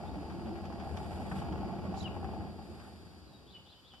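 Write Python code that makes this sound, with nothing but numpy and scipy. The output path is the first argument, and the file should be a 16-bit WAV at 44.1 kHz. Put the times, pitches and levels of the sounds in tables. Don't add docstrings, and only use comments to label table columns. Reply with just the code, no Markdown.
import sys
import numpy as np
from scipy import signal
from scipy.fft import rfft, irfft
from scipy.io import wavfile

SR = 44100
rng = np.random.default_rng(int(sys.argv[2]) if len(sys.argv) > 2 else 0)


def pcm_store(signal):
    levels = np.round(np.clip(np.atleast_2d(signal), -1, 1) * 32767)
    wavfile.write(sys.argv[1], SR, levels.astype(np.int16).T)


N = 176400
TIME = np.arange(N) / SR
SIZE = 2 ** 18
HZ = np.maximum(np.arange(SIZE // 2 + 1) * SR / SIZE, 1)


def roof():
    # time in seconds, level in dB.
    push = [(0, -43.5), (.55, -42.5), (.95, -43), (1.25, -42), (1.5, -40), (1.8, -40.5), (2.1, -42),
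            (2.4, -41), (2.5, -45.5), (2.72, -48.5), (2.8, -49.5), (3.1, -55), (3.5, -57.5), (3.8, -68.5),
            (4, -62.5)]
    # pitch in Hz, relative level in dB.
    colour = [(20, -38.5), (33, -20), (47, -16), (70, 1), (90, -2.5), (115, -7.5), (180, -5), (270, -10),
              (380, -9), (480, -16.5), (700, -27), (1500, -73), (4000, -79)]
    # ringing pitch in Hz, width in Hz, boost in dB.
    modes = [(44, 4.2, 3.5), (62.6, 1.3, 7), (87.5, 9.1, 5.5), (138, 9.3, 1.5), (163, 4.7, 1.5),
             (194.4, 13.7, 4.5), (232.7, 3.7, 5.5), (312.3, 3.9, 8.5), (340, 16, 4)]
    return body(level(push) * rolling(smooth_db=4, judder_db=0.5, judder_hz=17), colour, modes)


def rolling(smooth_db, judder_db, judder_hz, grit_per_s=420, grit_spread_db=2.5):
    sizes = from_db(grit_spread_db * np.minimum(rng.exponential(1, N), 3)) * rng.choice([-1, 1], (2, N))
    jolts = rms_one(sizes * (rng.random(N) < grit_per_s / SR))
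    rub = from_db(smooth_db) * rng.standard_normal((2, N))
    return rms_one((jolts + rub) * from_db(judder_db * np.tanh(drift(judder_hz))))


def panels():
    # loudest moment and half-length in seconds, pitch and width in Hz, level in dB.
    swells = [(0.533, 0.19, 335, 13, -51.5), (0.545, 0.56, 197, 86, -51.5), (1.15, 0.23, 58, 9.4, -54.5),
              (1.29, 0.33, 138.3, 14, -53), (1.59, 0.54, 192, 83, -49.5), (1.7, 0.24, 340, 90, -51.5),
              (1.852, 0.53, 88.8, 17.4, -49), (1.956, 0.6, 204, 26, -49)]
    return sum(from_db(db) / (1 + np.square((TIME - s) / half_s) ** 2) * noise_band(hz, width)
               for s, half_s, hz, width, db in swells)


def bumps(rise_s=0.015):
    # start in seconds, level in dB, pitch in Hz.
    booms = [(.165, -44, 292), (0.369, -44.5, 190), (.445, -43.5, 221.6), (0.516, -40.5, 340),
             (.79, -41.5, 192.4), (1.12, -47, 86.5), (1.31, -44, 166.3), (1.358, -40, 182),
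             (1.485, -41, 68.4), (1.495, -47, 311), (1.575, -42, 205), (1.65, -42, 204.1),
             (1.878, -36.5, 184), (2.28, -45.5, 204.2), (2.39, -42, 80), (2.395, -44.5, 200.4),
             (2.68, -46, 84.8), (2.69, -54, 224.3), (3.925, -71, 240)]
    out = np.zeros(N)
    for s, db, hz in booms:
        age = np.clip((TIME - s) / rise_s, 0, 20)
        tone = np.sqrt(2) * np.sin(2 * np.pi * (hz * TIME + rng.random()))
        out += from_db(db) * age * np.exp(1 - age) * tone
    return out


def rails(knock_boost_db=14.5):
    # time in seconds, relative level in dB.
    loudness = [(0, -49), (.6, -49), (1.2, -47.5), (1.45, -46), (2.05, -48.5), (2.38, -49), (2.5, -53),
                (2.76, -59.5), (2.88, -59), (3, -64), (3.6, -70), (4, -82)]
    hits = [(.341, -50), (.405, -45), (.514, -32), (.701, -43), (.874, -30.5), (1.013, -31.5), (1.202, -31),
            (1.318, -32), (1.422, -29.5), (1.631, -29.5), (1.705, -33), (1.794, -33.5), (1.94, -27.5),
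            (1.975, -29.5), (2.165, -30.5), (2.229, -33), (2.247, -31), (2.336, -33), (2.366, -32.5),
            (2.409, -37), (2.592, -37.5), (2.88, -41.5), (3.937, -46)]
    # pitch in Hz, relative level in dB.
    rail_colour = [(200, -27.5), (450, -11.5), (580, -5.5), (700, -1), (870, -3.5), (1000, -15),
                   (1400, -14.5), (1750, -24.5), (2200, -20), (3000, -24), (4000, -34.5), (6000, -40),
                   (14000, -49.5)]
    knock_colour = [(200, -23.5), (480, -14.5), (640, -9), (780, 9), (900, -6.5), (1020, -13.5),
                    (1400, -18.5), (2000, -53), (4000, -39), (14000, -51)]
    # ringing pitch in Hz, width in Hz, boost in dB.
    modes = [(502, 5.7, 2.5), (698, 11, 3.4), (791, 50, 2.3), (865, 27, 4.4), (1086, 86, 6.8),
             (1677, 35, 9.6), (1920, 45, 10), (2830, 23, 2.8)]
    chatter = level(loudness) * rolling(smooth_db=3, judder_db=2.5, judder_hz=36.2)
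    knocks = np.zeros((2, N))
    for s, db in hits:
        knocks[:, int(s * SR)] = from_db(db + knock_boost_db) * rng.choice([-1, 1], 2)
    return body(chatter, rail_colour, modes) + body(knocks, knock_colour, modes)


def frame(split_hz):
    # start in seconds, level in dB, extra treble in dB, fade time in seconds.
    ticks = [(.298, -49, -5, 0.025), (0.653, -58, 8.5, 0.011), (0.724, -48, -9, 0.015),
             (0.799, -46, -5.5, .018), (.972, -47.5, 7, 0.006), (1.314, -36, -30, .012),
             (1.383, -51, 2.5, 0.022), (1.523, -48.5, -2.5, 0.0086), (1.943, -51, -.5, 0.01),
             (2.07, -50, -7, 0.0063), (2.23, -49, -11, .008), (2.244, -44, -10, 0.0069),
             (2.407, -48, -16, 0.0084), (2.797, -54.5, -5, 0.042), (2.849, -61, -10, 0.013),
             (3.936, -60.5, 2.5, 0.021)]
    # pitch in Hz, relative level in dB.
    colour = [(300, -13), (800, 8), (1200, 9.5), (1500, 8), (2000, 5), (3200, 3), (4200, -7), (5500, -3.5),
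              (8000, -21), (14000, -28)]
    thud = body(blows([(s, db, decay) for s, db, _, decay in ticks]), colour)
    crack = body(blows([(s, db + bright, decay) for s, db, bright, decay in ticks]), colour)
    dull = signal.sosfilt(signal.butter(4, split_hz, fs=SR, output="sos"), thud)
    return dull + signal.sosfilt(signal.butter(2, split_hz, "high", fs=SR, output="sos"), crack)


def blows(rows):
    envelope = sum(from_db(db) * (TIME >= s) * np.exp(-np.clip((TIME - s) / decay_s, 0, 20))
                   for s, db, decay_s in rows)
    return envelope * rng.standard_normal((2, N))


def edge():
    # time in seconds, level in dB.
    brush = [(0, -67), (.78, -69), (.98, -58.5), (1.25, -61), (1.39, -56.5), (1.48, -67), (1.7, -71),
             (2.2, -68), (2.55, -69.5), (2.8, -62), (3.08, -68.5), (3.2, -69), (4, -99)]
    # pitch in Hz, relative level in dB.
    colour = [(500, -0.5), (1400, 9), (3000, 2), (4300, 1), (6000, -8.5), (7700, -2.5), (9000, -4.5),
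              (11500, -6.5), (14000, -22)]
    return body(level(brush) * rolling(smooth_db=9, judder_db=2.1, judder_hz=30.6), colour)


def squeak():
    # start and length in seconds, first and last pitch in Hz, level in dB,
    # waver as a share of the pitch, left minus right in dB.
    chirps = [(1.962, 0.072, 7400, 6600, -62.5, 0.035, 16), (1.976, 0.022, 5400, 3960, -60, 0.073, 12),
              (1.990, 0.018, 4300, 6940, -61, 0.0316, -6), (2.002, 0.0157, 3750, 4130, -48, 0.0071, -12),
              (2.020, 0.0132, 3200, 4160, -55, 0.038, -22), (2.024, 0.032, 5400, 4390, -61.5, 0.046, 0),
              (2.037, 0.0288, 3150, 2885, -48.5, 0.0219, -5), (2.047, 0.031, 3118, 2694, -43, 0.0201, 13),
              (2.070, 0.0174, 2850, 2720, -50, 0.062, 1)]
    # time in seconds, level in dB.
    rasp = [(1.945, -73), (1.975, -57), (2.0, -57), (2.012, -62), (2.03, -56), (2.055, -72), (2.1, -110)]
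    # pitch in Hz, relative level in dB.
    colour = [(2000, -17), (3200, -7), (4500, 0.5), (6000, -8), (7400, -10.5), (8400, -22), (9500, -15),
              (10600, -11), (12000, -22), (14000, -40)]
    squeal = outdoors(whistles(chirps, waver_hz=580, rough_db=0.5), wet_db=-9, t60_s=0.27, build_s=0.021)
    return squeal + body(level(rasp) * rng.standard_normal((2, N)), colour)


def bird():
    # start and length in seconds, first and last pitch in Hz, level in dB,
    # waver as a share of the pitch, left minus right in dB.
    notes = [(.055, .044, 3480, 3650, -67, 0.049, 0), (3.265, 0.051, 4160, 3800, -72, .015, 0),
             (3.32, 0.059, 3830, 3800, -66.5, .004, 5), (3.46, .065, 3200, 3740, -63.5, .05, 4),
             (3.505, 0.032, 3700, 4350, -67, .045, 1.5), (3.524, 0.018, 3900, 3200, -62, 0.056, 1.5),
             (3.535, 0.051, 3000, 2934, -53.5, .007, 1.3), (3.648, .06, 3200, 3700, -63, 0.045, 2),
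             (3.69, 0.036, 3700, 4350, -64, .045, 2), (3.714, 0.032, 3700, 2970, -61.5, 0.063, 1),
             (3.735, .09, 3060, 3050, -66.5, 0.027, 1), (3.828, 0.07, 3250, 3680, -63.5, 0.0427, 1.9),
             (3.868, 0.032, 3650, 4160, -65, .04, 6), (3.89, 0.048, 3540, 3160, -61, 0.039, 1),
             (3.90, 0.086, 3095, 3000, -63, .03, 0)]
    return outdoors(whistles(notes, waver_hz=434, rough_db=2.5), wet_db=-2.5, t60_s=0.43, build_s=0.0054)


def whistles(notes, waver_hz, rough_db):
    out = np.zeros((2, N))
    waver = drift(waver_hz)
    flicker = from_db(rough_db * drift(waver_hz))
    for s, length, start_hz, end_hz, db, share, side_db in notes:
        along = np.clip((TIME - s) / length, 0, 1)
        hz = (start_hz + (end_hz - start_hz) * along) * (1 + share * waver)
        tone = np.sqrt(2) * np.sin(2 * np.pi * np.cumsum(hz) / SR)
        out += pan(side_db) * from_db(db) * np.sin(np.pi * along) * flicker * tone
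    return out


def garden(hush_db=-62.5):
    # pitch in Hz, relative level in dB.
    colour = [(20, -33), (45, -7), (80, 2), (200, -10), (500, -9.5), (750, -13), (1000, -12.5),
              (2000, -18.5), (3200, -18.5), (4100, -16.5), (4750, -13), (5400, -24.5), (6500, -26.5),
              (11000, -32), (14000, -32.5)]
    # time in seconds, level in dB.
    hiss = [(0, -68), (1.5, -67), (2.8, -68.5), (3.35, -70.5), (3.55, -74), (4, -76)]
    hush = from_db(hush_db) * body(rng.standard_normal((2, N)), colour)
    return hush + level(hiss) * noise_band(hz=4765, width_hz=356)


def outdoors(x, wet_db, t60_s, build_s):
    fade = from_db(-60 * np.minimum(TIME / t60_s, 2))
    scatter = rng.standard_normal((2, N)) * fade * (1 - np.exp(-TIME / build_s))
    return x + from_db(wet_db) * signal.fftconvolve(x, rms_one(scatter) / np.sqrt(N), axes=1)[:, :N]


def spread(pair):
    # pitch in Hz, how alike the sides are (near 1 the same, near -1 opposite).
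    likeness = [(60, 0.72), (130, 0.27), (250, 0.73), (400, 0.57), (600, 0.85), (1100, 1), (1400, 0.59),
                (1700, -0.13), (2100, -1.056), (2650, 0.45), (3150, 0.86), (3500, 0.6), (3850, -0.62),
                (4200, -1.11), (4700, 0.1), (5300, 0.83), (5800, .1), (6300, -0.95), (7300, 0.66),
                (8400, -0.47), (9400, 0.15), (14000, -0.093)]
    # pitch in Hz, left minus right in dB.
    balance = [(30, 12), (60, 7.5), (110, 2.5), (190, -1), (700, -1.5), (1200, 1.3), (2200, 1), (4000, 1),
               (13000, 1.3)]
    mid, side = rfft(pair, SIZE)
    alike = np.clip(across_hz(likeness), -.98, .98)
    both = np.sqrt((1 + alike) / 2) * mid + np.sqrt((1 - alike) / 2) * side * np.array([[1], [-1]])
    return irfft(both * pan(across_hz(balance)))[:, :N]


def body(force, colour, modes=()):
    peaks_db = sum(db / (1 + (2 * (HZ - hz) / width) ** 2) for hz, width, db in modes)
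    gain = rms_one(from_db(across_hz(colour) + peaks_db))
    cepstrum = irfft(np.log(gain))
    cepstrum[1:SIZE // 2] *= 2
    cepstrum[SIZE // 2 + 1:] = 0
    return irfft(rfft(force, SIZE) * np.exp(rfft(cepstrum)))[:, :N]


def noise_band(hz, width_hz):
    edges = np.clip([hz - width_hz / 2, hz + width_hz / 2], 10, SR * .45)
    band = signal.butter(2, edges, "band", fs=SR, output="sos")
    return rms_one(signal.sosfilt(band, rng.standard_normal((2, N))))


def drift(rate_hz):
    return rms_one(irfft(rfft(rng.standard_normal(SIZE)) / (1 + (HZ / rate_hz) ** 2))[:N])


def pan(db):
    gains = from_db(np.array([[.5], [-.5]]) * db)
    return gains / np.sqrt(np.mean(gains ** 2, axis=0))


def level(curve):
    return from_db(np.interp(TIME, *np.transpose(curve)))


def across_hz(points):
    hz, value = np.transpose(points)
    return np.interp(np.log(HZ), np.log(hz), value)


def from_db(db):
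    return 10 ** (np.asarray(db) / 20)


def rms_one(x):
    return x / np.sqrt(np.mean(x ** 2) + 1e-20)


def scene():
    background = garden()
    moving = roof() + panels() + rails() + frame(split_hz=1860) + edge()
    high_notes = squeak() + bird()
    return spread(moving + background) + bumps() + high_notes


def record(dry, cutoff_hz=14150):
    return irfft(rfft(dry, SIZE) / (1 + (HZ / cutoff_hz) ** 200))[:, :N]


dry = scene()
out = record(dry)
pcm_store(out)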